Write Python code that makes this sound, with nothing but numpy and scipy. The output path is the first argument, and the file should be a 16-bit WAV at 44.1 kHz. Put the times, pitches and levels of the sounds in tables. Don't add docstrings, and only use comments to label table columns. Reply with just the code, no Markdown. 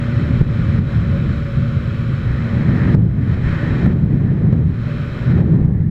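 import sys
import numpy as np
from scipy.fft import rfft, irfft, next_fast_len
from scipy.io import wavfile
from scipy.ndimage import uniform_filter1d, minimum_filter1d, map_coordinates

SR = 44100
rng = np.random.default_rng(int(sys.argv[2]) if len(sys.argv) > 2 else 0)


def pcm_store(signal):
    levels = np.round(np.clip(np.atleast_2d(signal), -1, 1) * 32767)
    wavfile.write(sys.argv[1], SR, levels.astype(np.int16).T)


N = 260190
TIME_S = np.arange(N) / SR

# (time [s], level [dB])
BUFFET_LEVEL = [(0, -23), (0.35, -14.5), (0.47, -18.5), (0.8, -19), (0.88, -19), (1.2, -15.5), (1.5, -23),
                (1.8, -20.5), (2.1, -20), (2.5, -19.5), (2.58, -12.0), (2.84, -15), (2.96, -11.5),
                (3.25, -19.0), (3.6, -17.5), (3.95, -13), (4.62, -13.5), (4.76, -20.5), (5.0, -21.5),
                (5.12, -25.5), (5.24, -25), (5.29, -12), (5.7, -14.5), (5.9, -15)]
# (time [s], relative strength [dB])
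FLOW_LEVEL = [(0, -38.0), (0.22, -32.5), (0.5, -39.0), (0.8, -33.5), (0.93, -42.5), (1.27, -35.5),
              (1.5, -42.5), (2.05, -41.0), (2.42, -38.5), (2.57, -29.5), (2.78, -28.0), (2.9, -25.5),
              (3.15, -36.0), (3.33, -32.0), (3.47, -36.5), (3.8, -25.5), (3.97, -31.0), (4.4, -28.5),
              (4.62, -32.0), (4.78, -42.0), (5.1, -40.0), (5.27, -32.5), (5.37, -23.0), (5.6, -29.5),
              (5.9, -39.5)]
# (time [s], buffet boost [dB], pressure swing boost [dB])
GUST_EVENTS = [(.41, -0.5, 15.5), (.62, 2.5, 0.5), (.71, 3.5, 7), (0.791, 5.5, 0), (1.31, 3, 0),
               (1.589, 5.5, 6.5), (1.771, 3.5, -6), (2.29, 3.5, 14.5), (2.93, 0, 5.5), (3.34, 5, 3),
               (3.47, 1, 14.5), (3.72, -0.5, 10), (3.94, 3, 1), (5.37, 2, 4.5), (5.63, 0, 5)]
# (time [s], peak [dB], pitch [Hz], overload click level [dB])
THUMP_EVENTS = [(.414, 2, 136, -36.5), (0.791, -2.5, 132, -43), (2.9484, 3, 129.8, -30),
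                (3.8658, -0.5, 172.2, -34.5), (4.53, 0.5, 145.4, -41), (5.65, -2.5, 136, -44)]
# (time [s], relative level [dB])
HISS_LEVEL = [(0, -42), (.25, -40.5), (1.2, -44), (1.5, -50), (2.15, -49), (2.3, -38.5), (2.6, -38.5),
              (2.82, -33.5), (3.05, -38.5), (3.22, -35.5), (3.43, -37.5), (3.55, -34.5), (3.84, -34),
              (4.02, -39), (4.17, -34), (4.68, -38), (5.05, -48.5), (5.33, -38.5), (5.9, -32.5)]
# (time [s], depth [dB], hold [s])
DIP_EVENTS = [(0.413, 5, 0.048), (.792, 4.5, .04), (2.95, 13.5, .18), (3.344, 5, 0.045), (3.862, 6, .07),
              (3.931, 11, 0.574), (4.535, 12, .13), (5.322, 3, .1), (5.413, 10, .14), (5.555, 13.5, .1),
              (5.653, 18.5, .25)]
# (frequency [Hz], relative density [dB])
BUFFET_SPECTRUM = [(25, -38.5), (55, -11), (80, -2.5), (108, -1), (138, 1.5), (170, -2.5), (205, -9),
                   (260, -16.5), (400, -30.5), (900, -67.5)]
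SWING_SPECTRUM = [(8, -14), (20, 0.5), (40, -2.5), (60, 4), (100, -20), (300, -68)]
EDDY_SPECTRUM = [(90, -23.5), (170, -6), (240, -6), (330, -7), (450, -14.5), (600, -22), (850, -28.5),
                 (1400, -37.5), (3000, -67)]
CLICK_SPECTRUM = [(300, 3.5), (1000, 0.5), (3000, -12), (8000, -24), (15000, -24)]
HISS_SPECTRUM = [(400, -18), (700, -7.5), (1050, -4), (1420, -9), (1650, -1.5), (1830, -0.5), (1960, -1.5),
                 (2150, -4), (2600, -14.5), (3200, -25.5), (4500, -30.5), (8000, -50)]
MACHINERY_SPECTRUM = [(150, 3.5), (330, 3), (480, 3.5), (680, -5), (860, -12.5), (1150, -0.5), (1400, 0),
                      (1900, -5.5), (2400, -8), (3300, -14), (4300, -19), (6000, -30.5), (8500, -40.5),
                      (15000, -53)]
# (time [s], firing rate [Hz])
FIRING_RATE = [(0, 118.9), (.3, 117.5), (.65, 114), (1.1, 115.6), (1.5, 115.5), (1.9, 114.1), (2.4, 115.9),
               (3, 115.8), (3.6, 118.5), (4.4, 119.2), (4.9, 119.8), (5.2, 118), (5.9, 119.8)]
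# (time [s], base level [dB], hum above base [dB])
ENGINE_EFFORT = [(0, -44.4, 24.5), (.35, -44.5, 23), (.7, -45.5, 21.5), (1.6, -46, 19.5), (2.3, -46, 21),
                 (2.9, -45, 19.5), (3.7, -44, 20), (4.9, -46, 20), (5.9, -47.3, 20)]
# (frequency [x firing rate], relative level [dB])
EXHAUST_ORDERS = [(1, 2.5), (2, -2.5), (3, -16.5), (4, -29.5)]
GEAR_ORDERS = [(10.36, -5.5), (11.23, -4), (12.62, 3), (14.98, -4), (20.45, -3.5)]
# (time [s], added peak [dB])
TONE_SPURTS = [(.07, -44), (.33, -38.5), (.75, -34.5), (1.16, -32.5), (1.49, -34.5), (1.64, -35),
               (2.82, -39), (2.93, -33), (3.63, -32.5), (4.9, -36.5)]
# (centre [Hz], width [Hz], gain [dB])
HOUSING_MODES = [(565, 45, 5), (1460, 120, 2.5), (2630, 150, 3.5), (2770, 170, -8), (3150, 220, 3.5),
                 (3570, 200, -4), (3910, 420, 6), (4630, 170, -4), (4940, 220, -4), (5300, 330, 5.5),
                 (5730, 160, -2), (6250, 200, -2), (6620, 350, 3), (7500, 650, 6)]
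# (frequency [Hz], rms level [dB])
WHINE_LINES = [(11859, -84.5), (11908, -84.5), (11951, -86)]


def wind(gust_half_s=.041, flutter_db=2.03, swing_fade_db_per_s=.2):
    level_db, = curves(BUFFET_LEVEL)
    flow_db, = curves(FLOW_LEVEL)
    gust_db, heave_db = sum(np.outer(boosts, swell(s, gust_half_s)) for s, *boosts in GUST_EVENTS)
    buffet = amp(level_db + .02 + gust_db + flutter_db * wobble(22)) * shedding(flow_db)
    swing_db = -32 - swing_fade_db_per_s * TIME_S + heave_db + 1.7 * wobble(5.8)
    swings = amp(swing_db) * turbulence(SWING_SPECTRUM, hold_samples=6000)
    eddies = amp(flow_db + 2.1 + .99 * wobble(45)) * turbulence(EDDY_SPECTRUM, hold_samples=3000)
    return buffet + swings + eddies


def shedding(flow_db, pace_exponent=.08):
    steady_db = uniform_filter1d(flow_db, size=9000)
    pace = amp(pace_exponent * (steady_db - steady_db.mean()))
    rumble = turbulence(BUFFET_SPECTRUM, hold_samples=2200)
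    return map_coordinates(rumble, [np.cumsum(pace)], mode="mirror")


def turbulence(spectrum, hold_samples):
    pressure = coloured(rng.standard_normal(N), spectrum)
    power = uniform_filter1d(uniform_filter1d(pressure ** 2, hold_samples), hold_samples // 2)
    return unit(pressure / np.sqrt(np.abs(power) + 1e-6))


def thumps(air, half_cycles=.55, click_half_s=.002):
    click_noise = coloured(rng.standard_normal(N), CLICK_SPECTRUM)
    for s, peak_db, hz, click_db in THUMP_EVENTS:
        pulse = amp(peak_db) * np.cos(2 * np.pi * hz * (TIME_S - s))
        lows = uniform_filter1d(air, size=32)
        air = air + swell(s, half_cycles / hz) * (pulse - lows)
        air = air + amp(click_db) * swell(s, click_half_s) * click_noise
    return air


def edge_hiss(howl_hz=1812, howl_width_hz=240, pivot_db=-30.5, howl_db_per_db=2.18):
    level_db, = curves(HISS_LEVEL)
    hiss = amp(level_db - 2 + 1.1 * wobble(35)) * housed(coloured(rng.standard_normal(N), HISS_SPECTRUM))
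    howl = unit(filtered(rng.standard_normal(N), lambda hz: resonance(hz, howl_hz, howl_width_hz)))
    howl_db = pivot_db + howl_db_per_db * (level_db - pivot_db) + 1.5 * wobble(14)
    return hiss + amp(howl_db) * howl


def motorcycle():
    firing_hz, = curves(FIRING_RATE)
    base_db, hum_db = curves(ENGINE_EFFORT)
    firings = np.cumsum(firing_hz * (1 + .002 * wobble(12))) / SR
    hum = amp(hum_db) * exhaust(firings)
    whine = amp(-2.5) * gears(firings)
    churn = amp(11.5 + .35 * wobble(14)) * machinery(firings)
    return amp(base_db) * (hum + whine + churn) + drive_tone(firings)


def exhaust(firings, flutter_db=1.3):
    return unit(sum(amp(db + flutter_db * wobble(8.2)) * np.sin(2 * np.pi * (k * firings + rng.random()))
                    for k, db in EXHAUST_ORDERS))


def machinery(firings, pulse_depth=.056, clatter_db=-7.5):
    roar = rng.standard_normal(N) * (1 + pulse_depth * np.cos(2 * np.pi * firings))
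    cycle = rng.standard_normal(1536)
    clatter = map_coordinates(cycle, [(firings / 4 % 1) * len(cycle)], mode="wrap")
    return housed(coloured(roar + amp(clatter_db) * clatter, MACHINERY_SPECTRUM))


def drive_tone(firings, order=4.85, fade_db_per_s=.7, spurt_half_s=.024, waver_rad=1.2):
    floor = amp(-40 - fade_db_per_s * TIME_S + 2 * wobble(16))
    spurts = sum(amp(db) * swell(s, spurt_half_s) for s, db in TONE_SPURTS)
    return (floor + spurts) * np.sin(2 * np.pi * order * firings + waver_rad * wobble(36))


def gears(firings, flutter_db=.5):
    return unit(sum(amp(db - flutter_db * wobble(16)) * np.sin(2 * np.pi * k * firings + .5 * wobble(10))
                    for k, db in GEAR_ORDERS))


def electronics(dip_gain, hiss_db=-70.5):
    whine = sum(amp(db) * np.sqrt(2) * np.sin(2 * np.pi * hz * TIME_S + .5 * wobble(25))
                for hz, db in WHINE_LINES)
    return dip_gain * whine + amp(hiss_db) * rng.standard_normal(N)


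def dips_db(attack_s=.007, recover_db_per_s=53.5):
    depth_db = np.zeros(N)
    for s, db, hold_s in DIP_EVENTS:
        drop_db = db * np.clip((TIME_S - s) / attack_s, 0, 1)
        recovery_db = recover_db_per_s * np.maximum(0, TIME_S - s - hold_s)
        depth_db = np.maximum(depth_db, drop_db - recovery_db)
    return -depth_db


def housed(x):
    def response(hz):
        return amp(sum(db * resonance(hz, centre, width) for centre, width, db in HOUSING_MODES))
    return unit(filtered(x, response))


def limited(x, ceiling_db, smooth_samples):
    gain = np.minimum(1, amp(ceiling_db) / (np.abs(x) + 1e-9))
    return x * uniform_filter1d(minimum_filter1d(gain, 2 * smooth_samples), smooth_samples)


def coloured(x, spectrum):
    knots_hz, db = np.transpose(spectrum)
    return unit(filtered(x, lambda hz: amp(np.interp(np.log(hz + 1), np.log(knots_hz), db, right=-120))))


def filtered(x, response):
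    size = next_fast_len(N + SR // 2)
    return irfft(rfft(x, size) * response(np.fft.rfftfreq(size, 1 / SR)), size)[:N]


def resonance(hz, centre_hz, width_hz):
    return 1 / (1 + (2 * (hz - centre_hz) / width_hz) ** 2)


def swell(centre_s, half_s):
    return np.exp(-((TIME_S - centre_s) / half_s) ** 2)


def wobble(knots_per_s):
    return map_coordinates(rng.standard_normal(4096), [TIME_S * knots_per_s], mode="mirror")


def curves(rows):
    times_s, *columns = np.transpose(rows)
    return [np.interp(TIME_S, times_s, column) for column in columns]


def amp(db):
    return 10 ** (np.asarray(db) / 20)


def unit(x):
    return x / np.sqrt(np.mean(x ** 2) + 1e-20)


def scene():
    dip_gain = amp(dips_db())
    air = dip_gain * (motorcycle() + edge_hiss()) + wind()
    air = limited(air, ceiling_db=-3.4, smooth_samples=200)
    return (thumps(air) + electronics(dip_gain))[None]


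def record(dry):
    ceiling, fade_s, top_hz = .69, .006, 15700
    clipped = np.clip(dry[0], -ceiling, ceiling)
    fade = np.minimum(1, TIME_S[::-1] / fade_s)
    return filtered(clipped * fade, lambda hz: hz < top_hz)[None]


dry = scene()
out = record(dry)
pcm_store(out)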